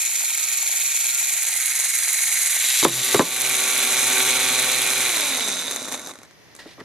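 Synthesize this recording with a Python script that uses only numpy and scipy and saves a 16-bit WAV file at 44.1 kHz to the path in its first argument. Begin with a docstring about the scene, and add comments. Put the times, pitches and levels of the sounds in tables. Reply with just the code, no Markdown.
"""In a quiet room, a small geared toy motor runs in a hand, its teeth rattling and scraping.
It is turned side-on and set down on a plastic table, which thuds and then buzzes with it.
The power is cut: the rotor coasts to a stop with a few last ticks of the gears.
Fingers then brush the housing and nudge it. The recorder's gain ducks after the hard blows."""
import sys
import numpy as np
from scipy import signal
from scipy.fft import rfft, irfft, next_fast_len
from scipy.io import wavfile
from scipy.ndimage import uniform_filter1d

SR = 44100
rng = np.random.default_rng(int(sys.argv[2]) if len(sys.argv) > 2 else 0)


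def int16_out(signal):
    """Quantize to a 16-bit WAV file."""
    q = np.round(np.clip(np.atleast_2d(signal).T, -1, 1) * 32767)
    wavfile.write(sys.argv[1], SR, q.astype(np.int16))


N = 301644
TIME = np.arange(N) / SR
FFT_SIZE = 2 * next_fast_len(N // 2 + 8192)
FREQ = np.maximum(np.arange(FFT_SIZE // 2 + 1) * SR / FFT_SIZE, 1)
RUN_HZ = 127.2   # turns per second of the rotor, the motor's spinning core
GEAR_RATIO = 6   # rotor turns per turn of the carrier, which holds the small planet gears

# the housing hits the table: (time [s], level [dB], brightness [Hz])
BLOWS = [(2.8276, -10, 1100), (2.8505, 1.5, 2400), (2.8627, -5, 1000), (3.1448, -4, 1600),
         (3.1473, -8, 2200), (3.157, -13, 1300), (3.1947, 4, 1840), (3.2051, -0.5, 1015),
         (6.6578, -29.5, 1000), (6.78, -31.5, 1100), (6.794, -33, 1400), (6.805, -30, 2530),
         (6.8102, -34, 2500)]
# stereo spread of the lying motor, and the default: (frequency [Hz], side minus mid [dB])
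WIDTH_LYING = [(300, -18), (2300, -10), (3700, -9.5), (4400, -2), (5000, -7), (8000, -3), (14000, -3)]
# its lean to the left or right: (frequency [Hz], left minus right [dB])
PAN_LYING = [(1000, 0), (2200, -2.5), (3000, 1.5), (4000, -8), (5000, 2.5), (5600, -7), (6400, 5),
             (7700, -2.5), (11000, -2), (13500, -6.5)]


def from_db(db):
    """Turn decibels into a gain."""
    return 10 ** (np.asarray(db) / 20)


def unit_power(x):
    """Scale to an average power of 1."""
    return x / np.sqrt(np.mean(x ** 2) + 1e-20)


def in_time(rows):
    """Draw lines through (time, values...) rows: one curve per value column."""
    times, *columns = np.transpose(rows)
    return [np.interp(TIME, times, column) for column in columns]


def gains(points):
    """Turn (Hz, dB) rows into a gain at every frequency."""
    hz, db = np.transpose(points)
    return from_db(np.interp(np.log(FREQ), np.log(hz), db))


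def body(colour, ripple_db=2.0):
    """How an object filters sound: a broad tone colour with many narrow peaks."""
    ripple = np.interp(FREQ, np.arange(1500, 16500, 75), rng.standard_normal(200), left=0)
    cepstrum = irfft(np.log(unit_power(gains(colour) * from_db(ripple_db * ripple))))
    # minimum phase: the object rings after a hit, never before
    cepstrum[1:FFT_SIZE // 2] *= 2
    cepstrum[FFT_SIZE // 2 + 1:] = 0
    return np.exp(rfft(cepstrum))


def radiate(pair, colour, width=WIDTH_LYING, pan=PAN_LYING, direct=.5):
    """Send a mid (centre) and a side signal through an object, out to left and right."""
    mid, side = rfft(pair, FFT_SIZE) * body(colour)
    # the direct sound reaches the left a little later
    side = (np.sqrt(1 - direct ** 2) * side - 1j * direct * mid) * gains(width)
    lean = gains(pan)
    left_right = np.array([(mid + side) * lean, mid - side]) * 2 / (1 + lean)
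    return irfft(left_right)[:, :N]


def drift(per_s):
    """A random wandering curve of power 1."""
    points = rng.standard_normal(int(N / SR * per_s) + 2)
    return unit_power(np.interp(TIME * per_s, np.arange(len(points)), points))


def grains(per_s, spread_db):
    """Tiny random contacts of uneven size, as a mid and side pair."""
    touches = rng.random(N) < per_s / SR
    sizes = from_db(spread_db * np.clip(rng.standard_normal(N), -2, 2))
    return unit_power(touches * sizes * rng.standard_normal((2, N)))


def beats(cycles, jitter_ms, spread_db):
    """One click per cycle, a little uneven in time and size."""
    at = np.flatnonzero(np.diff(np.floor(cycles)) > 0)
    late, size = rng.standard_normal((len(at), 2)).T
    at = at + (late * jitter_ms * 1e-3 * SR).astype(int)
    out = np.zeros(N)
    out[np.clip(at, 0, N - 1)] = from_db(spread_db * np.clip(size, -2, 2))
    return out


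def clicks(rows):
    """One click for each row that starts with (time [s], level [dB])."""
    out = np.zeros(N)
    for s, db, *_ in rows:
        out[round(s * SR)] += from_db(db)
    return out


def fade(hits, t60):
    """Give each click a tail that falls 60 dB in t60 seconds."""
    return signal.lfilter([1], [1, -from_db(-60 / (t60 * SR))], hits + 1e-18)


def even(pair):
    """Level out slow changes in loudness and keep the fast pulsing."""
    return pair / np.sqrt(np.abs(uniform_filter1d(pair[0] ** 2, SR // 7)) + 1e-9)


def ring(hits, hz, t60):
    """Each click starts a dying sine wave."""
    decay, angle = from_db(-60 / (t60 * SR)), 2 * np.pi * hz / SR
    return signal.lfilter([0, np.sin(angle)], [1, -2 * decay * np.cos(angle), decay ** 2], hits + 1e-18)


def after(s, blend_s):
    """A smooth step from 0 to 1 around time s."""
    return .5 + .5 * np.tanh((TIME - s) / blend_s)


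def stroke(s, hold_s, attack_s, t60):
    """A curve that rises, holds and dies away."""
    rise = np.clip((TIME - s) / attack_s, 0, 1)
    return rise * from_db(-60 * np.maximum(TIME - s - hold_s, 0) / t60)


def filtered(x, keep, hz, order=2):
    """Keep the "low" or the "high" side of a frequency."""
    return signal.sosfilt(signal.butter(order, hz, keep, fs=SR, output="sos"), x + 1e-18)


def rotor_speed():
    """Turns per second: steady under power, then braked by drag and dry friction."""
    power_off_s, drag_s, friction_hz_per_s = 5.06, .97, 39.2
    coasting_s = np.maximum(TIME - power_off_s, 0)
    friction_hz = friction_hz_per_s * drag_s
    return np.maximum((RUN_HZ + friction_hz) * np.exp(-coasting_s / drag_s) - friction_hz, 0)


def rotor_kicks(turns):
    """The shaft knocks once a turn, and each of the three magnetic poles adds a kick."""
    shaft = beats(turns + .25, jitter_ms=.15, spread_db=1.6)
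    poles = beats(3 * (turns + .25), jitter_ms=.1, spread_db=2.0)
    return shaft, poles


def vigour(pace, loss_db, steepness):
    """Contacts soften as speed is lost, swell where the gears bind, and all but stop at a crawl."""
    # the slowing gears catch and shudder: (time [s], length [s], boost [dB])
    shudders = [(5.911, 0.038, 5.5), (6.078, 0.025, 4)]
    crawl_hz, crawl_db, running_ends_s = 17.2, -13, 6.24
    binding_db = sum(db * stroke(s, length, attack_s=.005, t60=.06) for s, length, db in shudders)
    crawling = .5 + .5 * np.tanh(2 * (crawl_hz - pace * RUN_HZ))
    slowing_db = -loss_db * np.clip(1 - pace, 0, 1) ** steepness
    return from_db(slowing_db + binding_db + crawl_db * crawling) * (1 - after(running_ends_s, 0.018))


def tooth_rasp(pressure, pace):
    """Teeth scrape more sparsely as they slow; low and high treble come from separate contacts."""
    rasp = 0
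    for band, per_s, flicker_db in (("low", 11000, 1.7), ("high", 7000, 2.7)):
        contacts = grains(per_s * (0.25 + pace), spread_db=2.1) * pressure
        flicker = from_db(flicker_db * drift(500))
        rasp = rasp + filtered(unit_power(contacts * flicker), band, 9000, order=3)
    return even(rasp)


def housing(rattle, rasp):
    """The gears' tone shifts as the motor faces front, turns side-on, is lowered, lies and slows."""
    # tone of the rattle in each position: (frequency [Hz], level [dB])
    rattle_front = [(650, -46), (1100, -27), (1290, -34), (1330, -19), (1350, -15), (1780, -12.5),
                    (2230, 0.5), (2490, -2), (2920, -12), (4090, -4.5), (5200, -13.5), (6760, -42),
                    (11400, -120)]
    rattle_side = [(650, -58), (1100, -20), (1200, -33), (1250, -17.5), (1900, -7.5), (2110, -1.5),
                   (2860, -12.5), (3610, -12), (4020, -6), (4510, -13), (5200, -16.5), (6760, -22),
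                   (11400, -120)]
    rattle_low = [(650, -48), (1100, -18.5), (1260, -15), (1330, -23), (1470, -8), (1770, -9), (2080, -1),
                  (2510, -3), (3210, -7), (3810, 3.5), (5200, -15.5), (6760, -43), (11400, -120)]
    rattle_lying = [(650, -39), (1100, -10.5), (1170, -15.5), (1200, -13.5), (1570, -7.5), (2000, -7),
                    (2220, -1), (2600, -3), (2950, -7.5), (3500, -1.5), (3900, -1), (4510, -11),
                    (5200, -13), (6760, -40), (11400, -120)]
    rattle_slow = [(650, -30), (1100, -9), (1240, -23), (1340, -10), (1800, -10.5), (2230, -4), (3150, -14),
                   (3570, -2), (3810, 3), (4390, -12), (5200, -19), (6760, -38), (11400, -120)]
    # tone of the rasp: (frequency [Hz], level [dB])
    rasp_front = [(2710, -45), (4600, -17), (5230, -22), (5610, -3), (6180, -5.5), (6850, 2.5), (7510, 2),
                  (8150, -7), (8890, -4), (9990, -5.5), (11000, -2), (12800, -9), (15600, -25)]
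    rasp_side = [(2710, -35), (4600, -21), (5170, -13), (6000, -2), (6680, 4.5), (7660, -2), (8270, 0.5),
                 (9020, -3.5), (10700, 1), (13500, -13), (15600, -24)]
    rasp_low = [(2710, -30.5), (4600, -8), (5250, -11), (5940, -1.5), (6750, -4.5), (7280, 3.5), (7620, -5),
                (8110, -8), (8840, -4), (11000, -3.5), (12200, -6.5), (15600, -29.5)]
    rasp_lying = [(2710, -38), (4600, -20), (5250, -12.5), (6180, 0.5), (6750, -3.5), (7360, -1),
                  (8020, -5.5), (10600, -2.5), (12100, -8), (15600, -29)]
    rasp_slow = [(2710, -29.5), (4600, -8), (5150, -5), (6250, 4.5), (6990, -1), (7430, 4.5), (7860, -6),
                 (8400, -0.5), (9260, -3.5), (10700, -1.5), (12100, -11), (12800, -13), (15600, -29)]
    # stereo spread: (frequency [Hz], side minus mid [dB])
    width_front = [(700, -24.5), (2300, -7.5), (3600, -10.5), (5200, -4), (6300, 3), (14000, 1)]
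    width_side = [(700, -27), (3500, -15.5), (4400, 3.5), (5500, -7), (7000, -2), (8500, -5.5), (14000, -2)]
    width_low = [(700, -16.5), (3700, -16), (4500, -6), (6200, -7.5), (8000, -5), (14000, -4)]
    # stereo lean: (frequency [Hz], left minus right [dB])
    pan_front = [(1000, 4.5), (2200, -1.5), (3500, 0), (4100, 3.5), (5300, -2), (6700, 2.5), (8000, -2.5),
                 (10000, -5), (12500, -11), (15000, -7)]
    pan_side = [(1000, 3.5), (2300, -5.5), (2900, 0.5), (4100, -2.5), (5300, 0.5), (7000, 2), (9000, -2),
                (10500, -8), (13000, -9), (15000, -4)]
    pan_low = [(1000, 0), (4500, -1), (7600, 2.5), (10500, -5), (15000, -7)]
    # from one position to the next: (time [s], blend [s])
    moves = [(1.4, .2), (2.58, .08), (3.3, .06), (5.3, .15)]
    positions = [(rattle_front, rasp_front, width_front, pan_front),
                 (rattle_side, rasp_side, width_side, pan_side),
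                 (rattle_low, rasp_low, width_low, pan_low),
                 (rattle_lying, rasp_lying, WIDTH_LYING, PAN_LYING),
                 (rattle_slow, rasp_slow, WIDTH_LYING, PAN_LYING)]
    entered = [1] + [after(s, blend_s) for s, blend_s in moves] + [0]
    out = 0
    for k, (rattle_colour, rasp_colour, width, pan) in enumerate(positions):
        share = entered[k] - entered[k + 1]
        out += radiate(rattle * share, rattle_colour, width, pan)
        out += radiate(rasp * share, rasp_colour, width, pan)
    return out


def gearbox(turns, pace, shaft, poles, landed):
    """Teeth rattle and scrape after each kick, swelling once per turn of the off-centre carrier."""
    # loudness as the motor turns and comes closer: (time [s], rattle [dB], rasp [dB])
    in_hand = [(0.0, -33, -26.5), (0.44, -31.5, -26.5), (0.96, -31.5, -25.5), (2.51, -28.5, -21.5),
               (2.63, -25.5, -22), (2.8, -24, -20)]
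    on_table = [(3.42, -26.5, -23), (3.434, -26.5, -23.5), (4.27, -24, -21.5), (4.354, -24, -23.5),
                (5.1, -25.5, -24)]
    rattle_db, rasp_db = in_time(list(in_hand) + list(on_table))
    carrier = turns / GEAR_RATIO
    uneven_teeth = np.interp(carrier, np.arange(18) / 18, rng.standard_normal(18), period=1)
    wobble = np.cos(2 * np.pi * (carrier - .3))
    swell = from_db(wobble * (1.5 - 0.95 * landed) + 0.48 * uneven_teeth + 0.42 * drift(60))
    sliding = 0.39 + 0.59 * pace   # steady sliding gives way to single taps at low speed
    rattle_kicks = fade((0.67 + 0.2 * landed) * shaft + (0.11 + 0.45 * landed) * poles, t60=0.0037)
    rasp_kicks = fade(0.3 * shaft + (0.2 + 0.22 * landed) * poles, t60=0.0091)
    rattle = even(swell * grains(30000, spread_db=0.5) * (0.51 * sliding + rattle_kicks))
    rasp = tooth_rasp(swell * (0.84 * sliding + rasp_kicks), pace)
    jolt = 1 + 0.71 * fade(clicks(BLOWS), t60=0.055)   # each blow on the table shakes the gears
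    rattle *= from_db(rattle_db + 0.5) * vigour(pace, loss_db=37.5, steepness=3.37) * jolt
    rasp *= from_db(rasp_db - 0.5) * vigour(pace, loss_db=31, steepness=2.76)
    return housing(rattle, rasp)


def planet_gears(turns, landed):
    """Three gears knock in turn inside the held housing, harder once per turn of the output shaft."""
    # tone of their knocking: (frequency [Hz], level [dB])
    colour = [(200, -38), (400, -17), (600, -4.5), (780, 0.5), (1050, -4), (1400, -10), (2000, -24),
              (3000, -58)]
    start_db, rise_db_per_s = -51.5, 1.3
    knocks = beats(3 * turns / GEAR_RATIO - .1, jitter_ms=.4, spread_db=1.5)
    output_shaft = np.cos(2 * np.pi * (turns / GEAR_RATIO ** 2 - .25))
    pulses = fade(knocks * from_db(0.8 * output_shaft), t60=0.0085)
    chatter = unit_power(grains(12000, spread_db=1.0) * (0.11 + pulses))
    return radiate(chatter * from_db(start_db + rise_db_per_s * TIME) * (1 - landed), colour)


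def rotor_tones(rows, turns, waver_db):
    """Pure tones at multiples of the rotor's speed, each wavering in loudness."""
    out = 0
    for multiple, db in rows:
        level = from_db(db + waver_db * drift(6.9))
        out += level * np.sqrt(2) * np.sin(2 * np.pi * (round(multiple) * turns + rng.random()))
    return out


def whine(turns, landed):
    """The spinning rotor sings faintly while the motor is held."""
    # its tones: (multiple of rotor speed, level [dB])
    held_tones = [(3, -74), (6, -71), (9, -55.5), (10, -53.5), (11, -59)]
    return from_db(-5.0) * rotor_tones(held_tones, turns, waver_db=5.0) * (1 - landed)


def room_hiss():
    """Soft room noise comes up as the motor falls quiet."""
    # its loudness: (time [s], level [dB])
    loudness = [(5.3, -60), (6.25, -55), (6.53, -52.5), (6.8, -52.5)]
    # its tone: (frequency [Hz], level [dB])
    colour = [(25, -32), (55, -16), (100, -6.5), (200, -9), (500, -9.5), (1500, -18), (1900, -12),
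              (2500, -18), (6200, -20), (7500, -33), (12200, -29), (15500, -44)]
    hiss = radiate(rng.standard_normal((2, N)), colour, width=[(100, 2), (600, -4), (8000, 0.5)],
                   pan=[(100, 0.022), (10000, -.5)], direct=.3)
    return hiss * from_db(in_time(loudness)[0])


def table_knocks():
    """Each blow is a short push that makes the table ring and thud."""
    # notes the table top rings at: (frequency [Hz], level [dB], time to fall 60 dB [s])
    modes = [(166, -28.5, 0.21), (250, -20.5, 0.083), (305, -17, 0.058), (340, -18.5, 0.18),
             (431, -13, 0.067), (560, -14.5, 0.025), (735, -42.5, 0.065), (887, -24, 0.025),
             (1028, -21, 0.099), (1100, -23, 0.04), (1340, -29, .05), (1535, -51, 0.084),
             (1830, -35, 0.039)]
    # tone of the thud: (frequency [Hz], level [dB])
    thud_colour = [(24, -37), (40, -19), (76, -20), (139, -4.5), (315, -1.5), (558, -5), (626, -3.5),
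                   (679, -11), (1110, -8), (2000, -24.5), (2600, -57), (4400, -120)]
    force = sum(filtered(clicks([(s, db)]), "low", hz) for s, db, hz in BLOWS)
    ringing = sum(from_db(db) * ring(force, hz, t60) * (-1) ** k for k, (hz, db, t60) in enumerate(modes))
    hits = clicks(BLOWS)
    tails = fade(hits, t60=0.069) + from_db(-20.0) * fade(hits, t60=0.26)
    thud = radiate(rng.standard_normal((2, N)) * tails, thud_colour)
    return filtered(from_db(20) * force + from_db(3.5) * ringing + from_db(-11.0) * thud, "high", 120)


def table_buzz(turns, pace, kicks, landed):
    """The motor shakes the table: a hum that fades as it slows, and a buzz where the housing chatters."""
    # loudness of the shaking: (time [s], level [dB])
    loudness = [(3.42, -35.5), (4.112, -31.5), (4.116, -31), (5.1, -33.5)]
    # tone of the buzz: (frequency [Hz], level [dB])
    colour = [(35, -48), (60, -24), (119, -8.5), (199, -16.5), (250, -2.5), (332, -7), (625, -3),
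              (786, -7.5), (852, -6), (1190, -7.5), (1500, -7.5), (1950, -21), (3300, -120)]
    # tones of the hum: (multiple of rotor speed, level [dB])
    hum_tones = [(1, -50), (2, -64.5), (3, -39), (4, -44.5), (5, -54.5), (6, -42.5), (7, -45), (9, -42),
                 (10, -49), (11, -44.5), (12, -43.5), (14, -50), (15, -46), (19, -43.5)]
    level = from_db(in_time(loudness)[0] - 2.5) * landed * vigour(pace, loss_db=8.5, steepness=2.83)
    chatter = even(grains(9000, spread_db=4.5) * (0.5 + fade(kicks, t60=0.0072)))
    buzz = radiate(chatter * level, colour)
    # the lopsided rotor's shake fades quickly as it slows; the tug of its three poles lasts
    shake_tones = [row for row in hum_tones if round(row[0]) % 3]
    tug_tones = [row for row in hum_tones if round(row[0]) % 3 == 0]
    shake = rotor_tones(shake_tones, turns, waver_db=2.0) * pace ** 2.06
    tug = rotor_tones(tug_tones, turns, waver_db=1.5) * pace ** 0.52
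    hum = (shake + filtered(tug, "high", 264)) * level / level.max()
    # the table top booms as the falling tones pass its own low note
    boom = from_db(-46.0) * ring(hum + (1.5 - 0.74 * pace) * buzz, hz=273.0, t60=0.066)
    # briefly balanced on one edge, the housing rocks with the rotor
    rocking = np.sin(2 * np.pi * turns) * landed * (1 - after(3.02, 0.011))
    surface = from_db(-1.5) * buzz + from_db(0.66) * hum + boom
    return filtered(surface, "high", 144) + from_db(-34) * rocking   # small surfaces give little bass


def snaps(rows):
    """Each contact is a sharp crackle with a faint tail."""
    hits = clicks(rows)
    return grains(30000, spread_db=1.5) * (fade(hits, t60=0.0072) + from_db(-21) * fade(hits, t60=0.18))


def ticks():
    """Single contacts of teeth and fingertips ring the housing; gentle gear ticks sound duller."""
    # teeth snap across their slack as the load goes: (time [s], level [dB])
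    gear_ticks = [(5.4852, -11), (5.7112, -9), (5.762, -12.5), (5.8109, -27), (5.8536, -20), (5.8755, -25),
                  (5.884, -19), (5.9226, -10), (5.9448, -14), (5.995, -25), (6.072, -17), (6.094, -29),
                  (6.11, -28), (6.1365, -31), (6.156, -32), (6.188, -31), (6.2166, -37), (6.2325, -29.5),
                  (6.2504, -41), (6.31, -42)]
    # fingertips touch the housing: (time [s], level [dB])
    finger_taps = [(6.551, -28), (6.564, -31)]
    # tone of the tapped housing: (frequency [Hz], level [dB])
    colour = [(100, -30), (260, -1), (800, -4), (2200, -2.5), (3000, -15), (3800, -2), (5100, -13),
              (6400, 1.5), (8000, -3), (11000, -3.5), (15500, -26)]
    dull_below_db = -26.5
    dull_parts = [(s, min(db, dull_below_db)) for s, db in gear_ticks]
    sharp_parts = [(s, db + 1.7 * min(db - dull_below_db, 0)) for s, db in gear_ticks]
    dull = filtered(snaps(dull_parts), "low", 1600, order=1)
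    sharp = snaps(sharp_parts + list(finger_taps))
    return radiate(from_db(-6.5) * sharp + from_db(6.0) * dull, colour)


def finger_rubs():
    """Skin drags over ribbed plastic and sets the housing ringing."""
    # each rub: (time [s], hold [s], scuff [dB], ring [dB])
    rubs = [(6.587, 0.022, -42.5, -44), (6.614, 0.036, -51, -53), (6.663, 0.072, -48.5, -60),
            (6.796, .008, -47, -39)]
    # tone of the scuff: (frequency [Hz], level [dB])
    colour = [(100, -13), (300, -8), (600, -6), (1400, -17), (1950, -3), (2500, -6.5), (4300, -7),
              (7000, -18), (11000, -23), (14000, -38)]
    scuff_level, ring_level = 0, 0
    for s, hold_s, scuff_db, ring_db in rubs:
        pressure = stroke(s, hold_s, attack_s=.005, t60=0.072)
        scuff_level += pressure * from_db(scuff_db)
        ring_level += pressure * from_db(ring_db)
    slips = grains(9000, spread_db=1.0)
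    ringing = unit_power(ring(slips[0], hz=1940, t60=0.022))
    return radiate(slips * scuff_level, colour) + ring_level * ringing


def gain_control(x):
    """The gain ducks when the sound passes a limit, then comes back at a steady rate."""
    limit_db, attack_s, recovery_db_per_s = -13, 0.007, 32
    power = np.abs(uniform_filter1d(np.mean(x ** 2, axis=0), SR // 200))
    excess_db = np.maximum(10 * np.log10(power + 1e-12) - limit_db, 0)
    recovered_db = recovery_db_per_s * TIME
    cut_db = np.maximum.accumulate(excess_db + recovered_db) - recovered_db
    smoothing = np.exp(-1 / (attack_s * SR))
    return x * from_db(-signal.lfilter([1 - smoothing], [1, -smoothing], cut_db))


def scene():
    """The rotor's turning drives every running part; a quiet room lies under it all."""
    speed = rotor_speed()
    turns = np.cumsum(speed) / SR
    pace = speed / RUN_HZ   # 1 at full speed, 0 at rest
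    landed = after(2.86, blend_s=.01)   # 0 in the hand, 1 on the table
    shaft, poles = rotor_kicks(turns)
    motor = whine(turns, landed) + gearbox(turns, pace, shaft, poles, landed) + planet_gears(turns, landed)
    table = table_buzz(turns, pace, 0.49 * shaft + poles, landed) + table_knocks()
    return motor + table + room_hiss() + ticks() + finger_rubs()


def record(dry):
    """The gain ducks after hard blows, whose first peaks clip; the highest treble is cut steeply."""
    cutoff_hz = 15600
    clipped = np.clip(gain_control(dry), -1, 1)
    treble_cut = 1 / np.sqrt(1 + (FREQ / cutoff_hz) ** 300)
    return irfft(rfft(clipped, FFT_SIZE) * treble_cut)[:, :N]


dry = scene()
out = record(dry)
int16_out(out)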